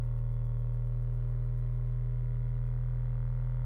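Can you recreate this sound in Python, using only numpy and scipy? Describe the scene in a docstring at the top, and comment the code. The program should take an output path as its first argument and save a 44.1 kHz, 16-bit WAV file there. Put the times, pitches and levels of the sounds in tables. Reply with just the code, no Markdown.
"""A tabletop cotton candy machine spins at about forty turns a second, slowly gaining speed.
From the start its unbalanced head hums in low cosines, and higher multiples buzz in housing and bowl.
Filtered clicks knock once a turn, with a lighter tick half a turn later that grows towards the end.
Shaped noise whirs round the head under a thin wandering ring and steady room hiss; tiny faint ticks, perhaps
sugar hitting the bowl, are drawn as short grainy treble bursts until the last second.
From 1.2 s fingers rub softly on the cone, as bursts of darker noise."""
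import sys
import numpy as np
from scipy import signal
from scipy.fft import rfft, irfft
from scipy.io import wavfile
from scipy.ndimage import uniform_filter1d

SR = 44100
rng = np.random.default_rng(int(sys.argv[2]) if len(sys.argv) > 2 else 0)


def store_pcm(level_fs):
    """Save levels as 16-bit WAV."""
    pcm = np.round(np.clip(level_fs, -1, 1) * 32767).astype(np.int16)
    wavfile.write(sys.argv[1], SR, np.atleast_2d(pcm).T)


N = 160965
T = np.arange(N) / SR  # time of each sample in seconds

# The climbing speed of the head. Each row: time in seconds, speed in turns per second.
SPEED = [(0.0, 39.39), (0.5, 39.47), (1.2, 39.87), (2.0, 40.29), (2.9, 40.78), (3.65, 41.03)]
# How hard the machine works. Each row: time in seconds, knock level in dB, tick level in dB,
# change of the whir and swish in dB.
EFFORT = [(0, -69.5, -78, 0), (.6, -69.5, -80.5, -1), (1.2, -68.5, -79, 1.5), (1.65, -69, -76, 2),
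          (2.2, -70, -74, 0.5), (2.8, -66, -74, 1), (3.65, -65, -73.5, 1)]


def amp(db):
    """Decibels to gain."""
    return 10 ** (np.asarray(db) / 20)


def unit(x):
    """Scales to rms one."""
    return x / np.sqrt(np.mean(x ** 2) + 1e-30)


def curve(table, axis=1):
    """One column of a time table, drawn as straight lines through every sample."""
    rows = np.array(table)
    return np.interp(T, rows[:, 0], rows[:, axis])


def drift(hz):
    """Random wander at rms one: noise whose spectrum falls off smoothly around the given rate."""
    f = np.fft.rfftfreq(2 * N, 1 / SR)
    spectrum = rfft(rng.standard_normal(2 * N))
    return unit(irfft(spectrum * np.exp(-(f / hz) ** 2))[:N])


def colour(x, points, size=8192):
    """Causal minimum-phase filter through the given spectrum; the result has rms one."""
    hz, db = np.transpose(points)
    f = abs(np.fft.fftfreq(size, 1 / SR))
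    log_gain = np.log(amp(np.interp(np.log(f + 1), np.log(hz), db)))
    spectrum = np.exp(np.conj(signal.hilbert(log_gain)))  # the phase follows from the log gain
    response = np.fft.ifft(spectrum).real[:size // 2]
    return unit(signal.oaconvolve(x, response)[:N])


def swell(centre, length):
    """Half-cosine rise from silence to one and back, in seconds."""
    return np.cos(np.pi * np.clip((T - centre) / length, -.5, .5))


def hum(turns):
    """The unbalanced head shakes the machine at the lowest multiples of its speed."""
    # Unbalance hum. Each row: multiple of the speed, rms level in dB.
    partials = [(1, -34.5), (2, -50.5), (3, -34)]
    shake = sum(amp(db) * np.cos(2 * np.pi * round(k) * turns) for k, db in partials)
    return -np.sqrt(2) * shake


def buzz(turns):
    """Rising speed slides each higher multiple through the resonances of housing and bowl."""
    # Resonances of the housing, then the bowl. 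Each row: centre in Hz, width in Hz, rms level in dB.
    housing = [(156.04, 7, -59.5), (197.9, 19, -73), (284.2, 16, -72), (331, 9.1, -77.5), (361.6, 13, -71),
               (400.9, 18, -61), (435.6, 5.1, -66), (453, 15, -71), (477.4, 36, -66), (514, 6.4, -71.5),
               (531, 11, -65), (552, 16, -64), (575, 6, -67), (598.3, 32, -66), (625, 15, -74),
               (673.5, 16, -74), (740, 26, -74)]
    bowl = [(907.5, 25, -71), (943, 15, -73), (972, 15, -76), (1005, 13, -74.5), (1027, 12, -78.5),
            (1060, 25, -77), (1086, 6.9, -72.5), (1104.6, 20, -75), (1185, 24, -80), (1394, 25, -76),
            (1417, 12, -76), (1548, 35, -79)]
    hz, width, db = np.transpose(housing + bowl)
    speed = curve(SPEED)[::1000, None]  # gains move slowly, so a coarse grid will do
    times = np.linspace(0, T[-1], len(speed))
    out = np.zeros(N)
    for k in range(4, 39):  # the hum holds the first three multiples
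        detuning = 2 * (k * speed - hz) / width
        gain = np.linalg.norm(amp(db) / (1 + detuning ** 2), axis=1)
        out += np.interp(T, times, gain) * np.cos(2 * np.pi * (k * turns + rng.random()))
    return np.sqrt(2) * out


def blows(turns, jitter_s, size=8):
    """One click for each whole turn, slightly uneven in time and strength."""
    spread_db = .3
    at = np.interp(np.arange(np.ceil(turns[0]), turns[-1]), turns, T)
    late, strong = rng.standard_normal((len(at), 2)).T
    at = (at + jitter_s * late)[:, None] * SR
    # a short sinc places each click between samples
    index = at.astype(int) + np.arange(-size, size + 1)
    clicks = amp(spread_db * strong)[:, None] * np.sinc(index - at)
    out = np.zeros(N)
    np.add.at(out, np.clip(index, 0, N - 1), clicks)
    return out


def rattle(turns):
    """Play in the shaft: a crisp knock that comes earlier as speed climbs, and a looser tick on the way back."""
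    # Spectra of knock and tick. Each row: frequency in Hz, relative density in dB per Hz.
    knock_colour = [(300, -17.5), (700, -7.5), (950, 5), (1200, 4.5), (1420, 4.5), (1650, -8), (1950, -1),
                    (2200, -11.5), (2500, -24.5), (3300, -21.5), (4500, -36), (9000, -56.5)]
    tick_colour = [(500, -41), (1000, -15), (1500, -13), (1850, 3.5), (2150, 3), (2450, -18), (3300, -20.5),
                   (6000, -43)]
    knock_lead = .022 + .0087 * T  # turns, growing each second
    tick_lag = .475  # turns
    knock = colour(blows(turns + knock_lead, jitter_s=.000008), knock_colour)
    tick = colour(blows(turns - tick_lag, jitter_s=.00004), tick_colour)
    return knock * amp(curve(EFFORT, axis=1)) + tick * amp(curve(EFFORT, axis=2))


def whir(turns):
    """Air and bearing noise, swelling twice a turn and fluttering."""
    # Spectrum of the whir. Each row: frequency in Hz, relative density in dB per Hz.
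    whir_colour = [(25, 2.5), (60, 3), (150, 4), (250, -2.5), (420, -2.5), (600, -7.5), (800, -9.5),
                   (1050, -11.5), (1450, -14), (1700, -16.5), (2100, -18), (2450, -26.5), (3000, -34.5),
                   (5000, -54), (15000, -70)]
    base_db, pulse_depth, flutter_db = -61, .24, .5
    pulse = 1 + pulse_depth * np.cos(2 * np.pi * 2 * turns)
    flutter = amp(flutter_db * drift(hz=45))
    air = colour(rng.standard_normal(N) * pulse * flutter, whir_colour)
    return air * amp(base_db + curve(EFFORT, axis=3))


def swish(size=1024):
    """The bright edge of the whir: noise broken into short-lived patches of colour."""
    # Spectrum of the bright edge. Each row: frequency in Hz, relative density in dB per Hz.
    swish_colour = [(1200, -11.5), (2200, -1.5), (2450, -2), (2750, 1), (3020, -4), (3320, -4), (3600, -9),
                    (3950, -5), (4500, -11), (5200, -16.5), (7000, -28.5), (15000, -44.5)]
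    base_db, flutter_db, patch_db = -83, 1.5, 3
    z = signal.stft(rng.standard_normal(N), nperseg=size)[2]
    # chance smoothed over 4 bins of pitch and 6 frames of time
    patches = uniform_filter1d(rng.standard_normal(z.shape), size=4, axis=0)
    patches = unit(uniform_filter1d(patches, size=6, axis=1))
    air = signal.istft(z * amp(patch_db * patches), nperseg=size)[1][:N]
    level_db = base_db + curve(EFFORT, axis=3) + flutter_db * drift(hz=36)
    return colour(air, swish_colour) * amp(level_db)


def ring():
    """A narrow, fuzzy resonance that wanders in pitch: slow noise carried on a gliding tone."""
    # The thin ring. Each row: time in seconds, pitch in Hz, level in dB.
    path = [(0, 3374, -89), (.43, 3394, -84), (.6, 3280, -85), (1.3, 3375, -92.5), (2, 3342, -87.5),
            (3.65, 3320, -87)]
    width_hz = 220
    phase = 2 * np.pi * np.cumsum(curve(path)) / SR
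    tone = drift(width_hz / 2) * np.cos(phase) + drift(width_hz / 2) * np.sin(phase)
    return unit(tone) * amp(curve(path, axis=2))


def hiss():
    """The steady hiss of the room, as shaped noise."""
    # Spectrum of the hiss. Each row: frequency in Hz, relative density in dB per Hz.
    hiss_colour = [(30, 0), (4000, 3), (7400, -2.5), (8200, 3), (12000, 1.5), (15700, 3)]
    return amp(-81) * colour(rng.standard_normal(N), hiss_colour)


def faint_ticks():
    """Tiny faint ticks, perhaps sugar hitting the bowl, drawn as short grainy bursts of treble noise."""
    # Bursts that stand for the ticks. Each row: centre in seconds, level in dB.
    bursts = [(.05, -78), (0.179, -77.5), (.33, -78), (.46, -78.5), (.597, -79.5), (.745, -79),
              (.875, -78.5), (1.025, -79.5), (1.151, -77.5), (1.3, -79.5), (1.452, -81), (1.59, -77.5),
              (1.749, -81.5), (1.878, -81.5), (2.495, -82.5), (2.67, -81)]
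    # Spectrum of the bursts. Each row: frequency in Hz, relative density in dB per Hz.
    burst_colour = [(2000, -20.5), (5000, -5), (7500, -5), (9500, -0.5), (15700, -2.5)]
    length_s, grain_db = .061, 4
    level = sum(amp(db) * swell(centre, length_s) for centre, db in bursts)
    grain = amp(grain_db * drift(hz=850))  # a fast random level
    return level * colour(rng.standard_normal(N) * grain, burst_colour)


def grip():
    """A hand shifts its grip on the cone: soft rubs of the fingers, as swells of shaped noise."""
    # Rubs. Each row: centre in seconds, length in seconds, level in dB.
    rubs = [(1.239, 0.033, -67), (1.375, 0.36, -68)]
    # Spectrum of fingers on the cone. Each row: frequency in Hz, relative density in dB per Hz.
    cone_colour = [(150, -13), (400, 6.5), (650, -12), (980, 2), (1450, -10.5), (1800, -15), (4000, -37),
                   (12000, -53.5)]
    level = sum(amp(db) * swell(centre, length) for centre, length, db in rubs)
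    return level * colour(rng.standard_normal(N), cone_colour)


def scene():
    """Sums the layers; the turning of the head drives hum, buzz, rattle and the pulse of the whir."""
    start_turn = .52
    turns = start_turn + np.cumsum(curve(SPEED)) / SR
    machine = hum(turns) + buzz(turns) + rattle(turns) + whir(turns) + swish() + ring()
    return (machine + hiss() + faint_ticks() + grip())[None]


def record(dry):
    """A steep low-pass removes the treble above its edge."""
    edge_hz = 15750
    taps = signal.firwin(511, edge_hz, window=("kaiser", 9), fs=SR)
    return signal.oaconvolve(dry, taps[None], "same")


dry = scene()
out = record(dry)
store_pcm(out)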